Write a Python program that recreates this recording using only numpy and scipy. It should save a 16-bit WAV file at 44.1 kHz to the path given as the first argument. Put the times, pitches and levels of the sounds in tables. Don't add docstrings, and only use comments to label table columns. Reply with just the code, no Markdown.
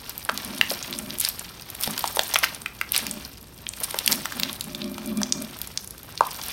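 import sys
import numpy as np
from scipy import signal
from scipy.fft import rfft, irfft
from scipy.io import wavfile
from scipy.ndimage import uniform_filter1d

SR = 44100
rng = np.random.default_rng(int(sys.argv[2]) if len(sys.argv) > 2 else 0)


def transcribe(signal):
    frames = np.atleast_2d(signal).T
    limited = np.clip(frames, -1, 1)
    pcm = np.round(limited * 32767).astype(np.int16)
    wavfile.write(sys.argv[1], SR, pcm)


N = 287541
TIME_S = np.arange(N) / SR
BURST_S = 0.002


def amp(db):
    return 10 ** (np.asarray(db) / 20)


def unit_rms(x):
    return x / np.sqrt(np.mean(x ** 2) + 1e-20)


def unit_energy(x):
    return x / np.sqrt(np.sum(x ** 2) + 1e-20)


def at_hz(points, hz):
    points_hz, values = np.transpose(points)
    return np.interp(np.log(hz + 1), np.log(points_hz + 1), values)


def coloured(x, points):
    return irfft(rfft(x) * amp(at_hz(points, np.fft.rfftfreq(len(x), 1 / SR))), len(x))


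def highpass(x, hz):
    return signal.sosfilt(signal.butter(2, min(hz, SR / 3), "high", fs=SR, output="sos"), x)


def lowpass(x, hz):
    return signal.lfilter(*signal.butter(2, min(hz, SR * 3 / 7), fs=SR), x)


def wander(top_hz):
    return unit_rms(irfft(rfft(rng.standard_normal(N)) * (np.fft.rfftfreq(N, 1 / SR) < top_hz), N))


def add(mix, start_s, sound):
    part = mix[max(round(start_s * SR), 0):][:len(sound)]
    part += sound[:len(part)]


def stroke(start_s, hold_s, attack_s, release_s):
    t = TIME_S - start_s
    return np.clip(t / attack_s, 0, 1) * np.exp(-np.maximum(t - hold_s, 0) / release_s)


def background(air_db=-48, hum_hz=60, hum_db=-57):
    # frequency in Hz, relative noise density in dB.
    air_spectrum = [(15, -36), (25, -8), (64, 0.5), (170, 0), (439, -9.5), (754, -22.5), (2000, -30),
                    (5570, -27), (16000, -42)]
    air = amp(air_db) * unit_rms(coloured(rng.standard_normal(N), air_spectrum))
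    return air + amp(hum_db) * unit_rms(np.sin(2 * np.pi * hum_hz * TIME_S))


def room(x, gap_s=0.0025, echoes_per_s=5000, wall_s=0.0106, wall_db=-15, wall_cutoff_hz=1700):
    # frequency in Hz, time to fall 60 dB in seconds.
    t60 = [(500, 0.27), (3000, 0.33), (15000, 0.52)]
    # frequency in Hz, tail gain in dB.
    tail_colour = [(250, 1), (470, -11), (740, -8), (1100, -6.5), (3000, -11), (6000, -11.5),
                   (14000, -14.5)]
    size = SR // 2
    taps = rng.standard_normal(size) * (rng.random(size) < echoes_per_s / SR)
    taps *= np.arange(size) > gap_s * SR
    hz, t, bands = signal.stft(taps, SR, nperseg=256)
    bands *= amp(-60 * t / at_hz(t60, hz)[:, None])
    tail = unit_energy(signal.istft(bands, SR, nperseg=256)[1])
    out = signal.fftconvolve(x, coloured(tail, tail_colour))[:N]
    add(out, wall_s, amp(wall_db) * lowpass(x, wall_cutoff_hz))
    return out


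def bowl_ring():
    # frequency in Hz, bandwidth in Hz, relative energy in dB.
    modes = [(164.5, 5.5, -9), (224.5, 16, -9), (252.5, 24, -4), (350.4, 3.5, -13.5), (593.6, 31, -13.5),
             (1100, 120, -20.5), (2373, 31, -20.5), (3410, 58, -26)]
    t = np.arange(SR // 2) / SR
    ring = sum(amp(db) * unit_energy(np.exp(-np.pi * width_hz * t) * np.sin(2 * np.pi * hz * t))
               for hz, width_hz, db in modes)
    return unit_energy(ring)


def thud(start_s=1.876, gain_db=-2, cutoff_hz=330):
    out = np.zeros(N)
    add(out, start_s, amp(gain_db) * lowpass(bowl_ring(), cutoff_hz))
    return out


def groan(slips_per_s=330, low_cut_hz=150, judder_hz=208, lock_db=-28, max_lock=0.72):
    # start in seconds, hold in seconds, level in dB of one push or pull.
    pulls = [(0.274, 0.088, -42.5), (0.44, 0.15, -38.5), (0.665, .06, -40), (0.857, 0.28, -40),
             (1.85, 0.077, -37.5), (2.987, 0.2, -41), (4.053, 0.12, -35.5), (4.321, 0.16, -38),
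             (4.623, 0.84, -39), (4.793, 0.088, -31.5), (5.043, 0.067, -28.5), (5.146, 0.038, -23.5),
             (5.312, 0.11, -36.5)]
    pull = np.sqrt(sum((amp(db) * stroke(start_s, hold_s, attack_s=0.044, release_s=0.049)) ** 2
                       for start_s, hold_s, db in pulls))
    slips = (rng.random(N) < slips_per_s / SR) * rng.uniform(0.27, 1, N)
    body = signal.oaconvolve(slips, bowl_ring())[:N]
    body = highpass(highpass(body, low_cut_hz), low_cut_hz)
    body /= np.sqrt(uniform_filter1d(body ** 2, size=2600) + 1e-9)
    wavering_hz = judder_hz * (1 + 0.05 * wander(top_hz=30))
    judder = unit_rms(np.sin(2 * np.pi * np.cumsum(wavering_hz) / SR))
    lock = max_lock * np.minimum(pull / amp(lock_db), 1)
    return pull * (np.sqrt(1 - lock) * body + np.sqrt(lock) * judder)


def bubble(hz, snap_db, snap_s=0.00044, ring_s=0.0003, ring_exponent=0.36, low_cut_ratio=0.5,
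           wall_s=0.0024, wall_gain=0.47, rise=0.017, snap_cutoff_ratio=0.81, size=600, echoes=7):
    t = np.arange(size) / SR
    decay_s = ring_s * (hz / 2000) ** -ring_exponent
    fade = np.exp(-t / decay_s)
    pitch_hz = hz * (1 + rise * (1 - 2 * fade))
    ring = np.sin(2 * np.pi * np.cumsum(pitch_hz) / SR) * fade
    ring = highpass(ring, low_cut_ratio * hz)
    ring = lowpass(ring, 1.34 * hz)
    snap = highpass(rng.standard_normal(size) * np.exp(-t / snap_s), np.clip(hz, 1500, 3200))
    pole = np.exp(-2 * np.pi * snap_cutoff_ratio * hz / SR)
    snap = signal.lfilter([1 - pole], [1, -pole], snap)
    echo_gain = wall_gain * min(1, 6000 / hz)
    signs = rng.choice([-1, 1], echoes)
    delays = (rng.uniform(0.15, 1, echoes) * wall_s * SR).astype(int)
    walls = np.zeros(size)
    walls[delays] = echo_gain * signs
    walls[0] = 1
    ring = unit_energy(np.convolve(ring, walls)[:size])
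    snap = unit_energy(np.convolve(snap, walls)[:size])
    return ring + amp(snap_db) * snap


def threads(gain_db=-3.7, pitch_hz=11300, scatter=0.13, low_cut_hz=1900):
    # start in seconds, relative level in dB.
    ticks = [(0.095, -21.5), (0.179, -19), (0.2503, -22), (0.343, -28), (0.4482, -22.5), (0.5825, -28),
             (0.6984, -23.5), (0.988, -19), (1.1858, -20), (1.199, -19), (1.2027, -12), (1.212, -14),
             (1.288, -15), (1.3941, -22.5), (1.437, -40.5), (1.702, -25), (1.751, -26), (1.8264, -23),
             (1.909, -20.5), (1.993, -19), (2.1614, -15), (2.3396, -14), (2.3878, -14), (2.442, -15),
             (2.5474, -23.5), (2.9204, -12.5), (2.978, -12), (3.4285, -37), (3.803, -23), (3.835, -17.5),
             (3.843, -18), (4.0621, -12), (4.1576, -21), (4.53, -23.5), (4.642, -25.5), (5.06, -27.5),
             (5.173, -22.5), (5.422, -23.5), (5.589, -30), (5.616, -17.5), (5.6736, -25), (5.845, -30),
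             (5.8753, -27), (5.908, -27.5), (5.98, -35), (6.032, -32), (6.484, -23)]
    out = np.zeros(N)
    for start_s, db in ticks:
        hz = pitch_hz * rng.uniform(1 - scatter, 1 + scatter)
        add(out, start_s, amp(db + gain_db) * np.sqrt(BURST_S * SR) * bubble(hz, snap_db=-5))
    return highpass(out, low_cut_hz)


def swarm(level_db, low_hz, high_hz, per_s, spread_db, clump_db, snap_db, pitches=28):
    out = np.zeros(N)
    for hz in np.geomspace(low_hz, high_hz, pitches):
        count = round(per_s / pitches * N / SR)
        when, luck, sign = rng.random(size=(2000, 3))[:count].T
        gains = amp(spread_db * np.minimum(-np.log(luck), 4)) * np.sign(sign - 0.5)
        burst = bubble(hz, snap_db)
        places = (when * N).astype(int)[:, None] + np.arange(len(burst))
        out += np.bincount(places.ravel(), np.outer(gains, burst).ravel(), N)[:N]
    return amp(level_db) * unit_rms(out * amp(clump_db * wander(top_hz=35)))


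def with_squishes_db(base_db, hz, falloff_db_per_octave=8):
    # start in seconds, hold in seconds, level in dB, typical bubble pitch in Hz.
    squishes = [(0.285, 0.031, -49, 1100), (0.376, 0.12, -41.5, 4000), (0.697, 0.027, -29.5, 9500),
                (0.702, 0.03, -37, 900), (1.193, .1, -31, 6000), (1.804, 0.035, -26, 7950),
                (1.975, 0.32, -41, 11500), (2.334, 0.07, -46, 8000), (2.422, 0.019, -20, 2110),
                (2.929, 0.065, -25, 3260), (3.777, 0.22, -41.5, 11500), (4.072, 0.066, -29, 9000),
                (4.091, .06, -32, 1200), (5.56, 0.061, -46, 12000), (6.298, 0.15, -43.5, 12000)]
    power = amp(base_db) ** 2
    for start_s, hold_s, db, typical_hz in squishes:
        gain = amp(db - falloff_db_per_octave * abs(np.log2(hz / typical_hz)))
        power += (gain * stroke(start_s, hold_s, attack_s=0.009, release_s=0.02)) ** 2
    return 10 * np.log10(power)


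def kneading():
    # time in seconds, hand effort in dB (0 is a firm squeeze).
    effort = [(0, -4), (0.24, -8), (0.4, -1.5), (0.92, -2), (1.05, -5.5), (1.3, -4), (1.48, -8),
              (1.72, -7.5), (1.9, 0.5), (2.48, -2.5), (2.64, -9.5), (2.8, -10.5), (3.03, -2.5),
              (3.26, -6.5), (3.4, -15), (3.65, -13.5), (3.85, -2.5), (4.48, -1), (4.6, -9), (5.4, -7.5),
              (5.99, -12), (6.52, 1)]
    # frequency in Hz, gain in dB.
    colour = [(450, -0.5), (750, -0.5), (1700, -0.5), (2800, 1.5), (5500, 1.5), (7400, -6), (9300, 3),
              (10500, -5), (11700, 5), (15500, 2.5)]
    effort_db = np.interp(TIME_S, *np.transpose(effort))
    squelch_db = with_squishes_db(-42.5 + 0.86 * effort_db, hz=1070)
    crackle_db = with_squishes_db(-39.5 + 1.25 * effort_db, hz=3980)
    fizz_db = with_squishes_db(-45.5 + 0.8 * effort_db, hz=11700)
    ticks_db = 0.72 * fizz_db - 13
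    squelch = swarm(squelch_db, 594, 2010, per_s=900, spread_db=-0.5, clump_db=3.5, snap_db=-5)
    crackle = swarm(crackle_db, 2340, 6860, per_s=2400, spread_db=5, clump_db=3, snap_db=-8.5)
    fizz = swarm(fizz_db, 7470, 14400, per_s=1300, spread_db=5.5, clump_db=3, snap_db=-7)
    ticks = swarm(ticks_db, 4200, 10300, per_s=26, spread_db=3, clump_db=1, snap_db=0)
    return coloured(squelch + crackle + fizz + ticks, colour)


def pops(gain_db=1.45, low_cut_hz=500):
    # start in seconds, relative ring level in dB, pitch in Hz, snap in dB over the ring.
    pockets = [(0.291, -15, 1570, -13), (0.295, -17.5, 1020, -3.5), (0.3759, -20.5, 4240, -3),
               (0.6122, -8, 2500, -8.5), (0.7036, -20, 5000, -12), (0.7142, -19.5, 550, -12),
               (0.827, -26, 5900, -16), (0.9278, -26, 3600, -9), (1.1057, -25.5, 4550, -10),
               (1.2491, -11, 4900, -2.5), (1.8753, -20, 690, -1), (1.9783, -26, 2860, 5),
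               (2.0411, -16, 850, -7), (2.0758, -33, 4430, 12), (2.17, -16.5, 710, -8),
               (2.1925, -16, 610, 0), (2.193, -12.5, 3260, -9.5), (2.3383, -25, 635, -5),
               (2.3437, -15.5, 5500, -9), (2.3579, -12, 3214, -6), (2.359, -15, 1270, -24),
               (2.363, -16, 2960, -8), (2.435, -14, 1770, -8), (2.4409, -12.5, 2250, -25),
               (2.6605, -20, 2250, -8.5), (2.8132, -18.5, 2320, -4), (2.9468, -20, 3380, -3),
               (2.9634, -16, 3600, 0), (3.067, -28, 2920, 5), (3.112, -22, 8740, -20),
               (3.667, -24.5, 3160, -34), (3.69, -22.5, 8150, -16), (3.9433, -21.5, 825, -4),
               (3.9882, -24, 5430, 8), (4.0772, -16, 4540, 7.5), (4.1206, -18.5, 5030, 2.5),
               (4.127, -19.5, 4760, 3), (4.256, -24, 1760, 3.5), (4.322, -23.5, 1530, -4.5),
               (4.3981, -23.5, 2670, 6), (4.4335, -14.5, 4000, -10), (4.496, -25.5, 3700, -20),
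               (4.6094, -29.5, 4770, 8), (4.7485, -24.5, 3730, -6), (4.8177, -25.5, 3900, -32),
               (4.981, -29.5, 1350, -1), (5.2167, -25.5, 1310, -0.5), (5.2324, -17, 5700, -24),
               (5.3236, -12.5, 6000, -22), (5.7748, -19, 5730, -10), (6.1766, -25, 4630, -17),
               (6.2078, -5, 1000, -19.5), (6.415, -28, 5370, -15), (6.437, -31.5, 5700, -1)]
    out = np.zeros(N)
    for start_s, db, hz, snap_db in pockets:
        burst = bubble(hz, snap_db, ring_s=0.00037, ring_exponent=0.61, low_cut_ratio=0.64,
                       wall_gain=0.3, snap_cutoff_ratio=0.8)
        add(out, start_s, amp(db + gain_db) * np.sqrt(BURST_S * SR) * burst)
    return highpass(out, low_cut_hz)


def scene():
    slime = pops() + threads() + kneading()
    return (slime + room(slime) + groan() + thud() + background())[None]


def record(dry, cutoff_hz=16000):
    band_limit = signal.firwin(255, cutoff_hz, window=("kaiser", 8), fs=SR)
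    return signal.oaconvolve(np.clip(dry, -1, 1), band_limit[None], "same")


dry = scene()
out = record(dry)
transcribe(out)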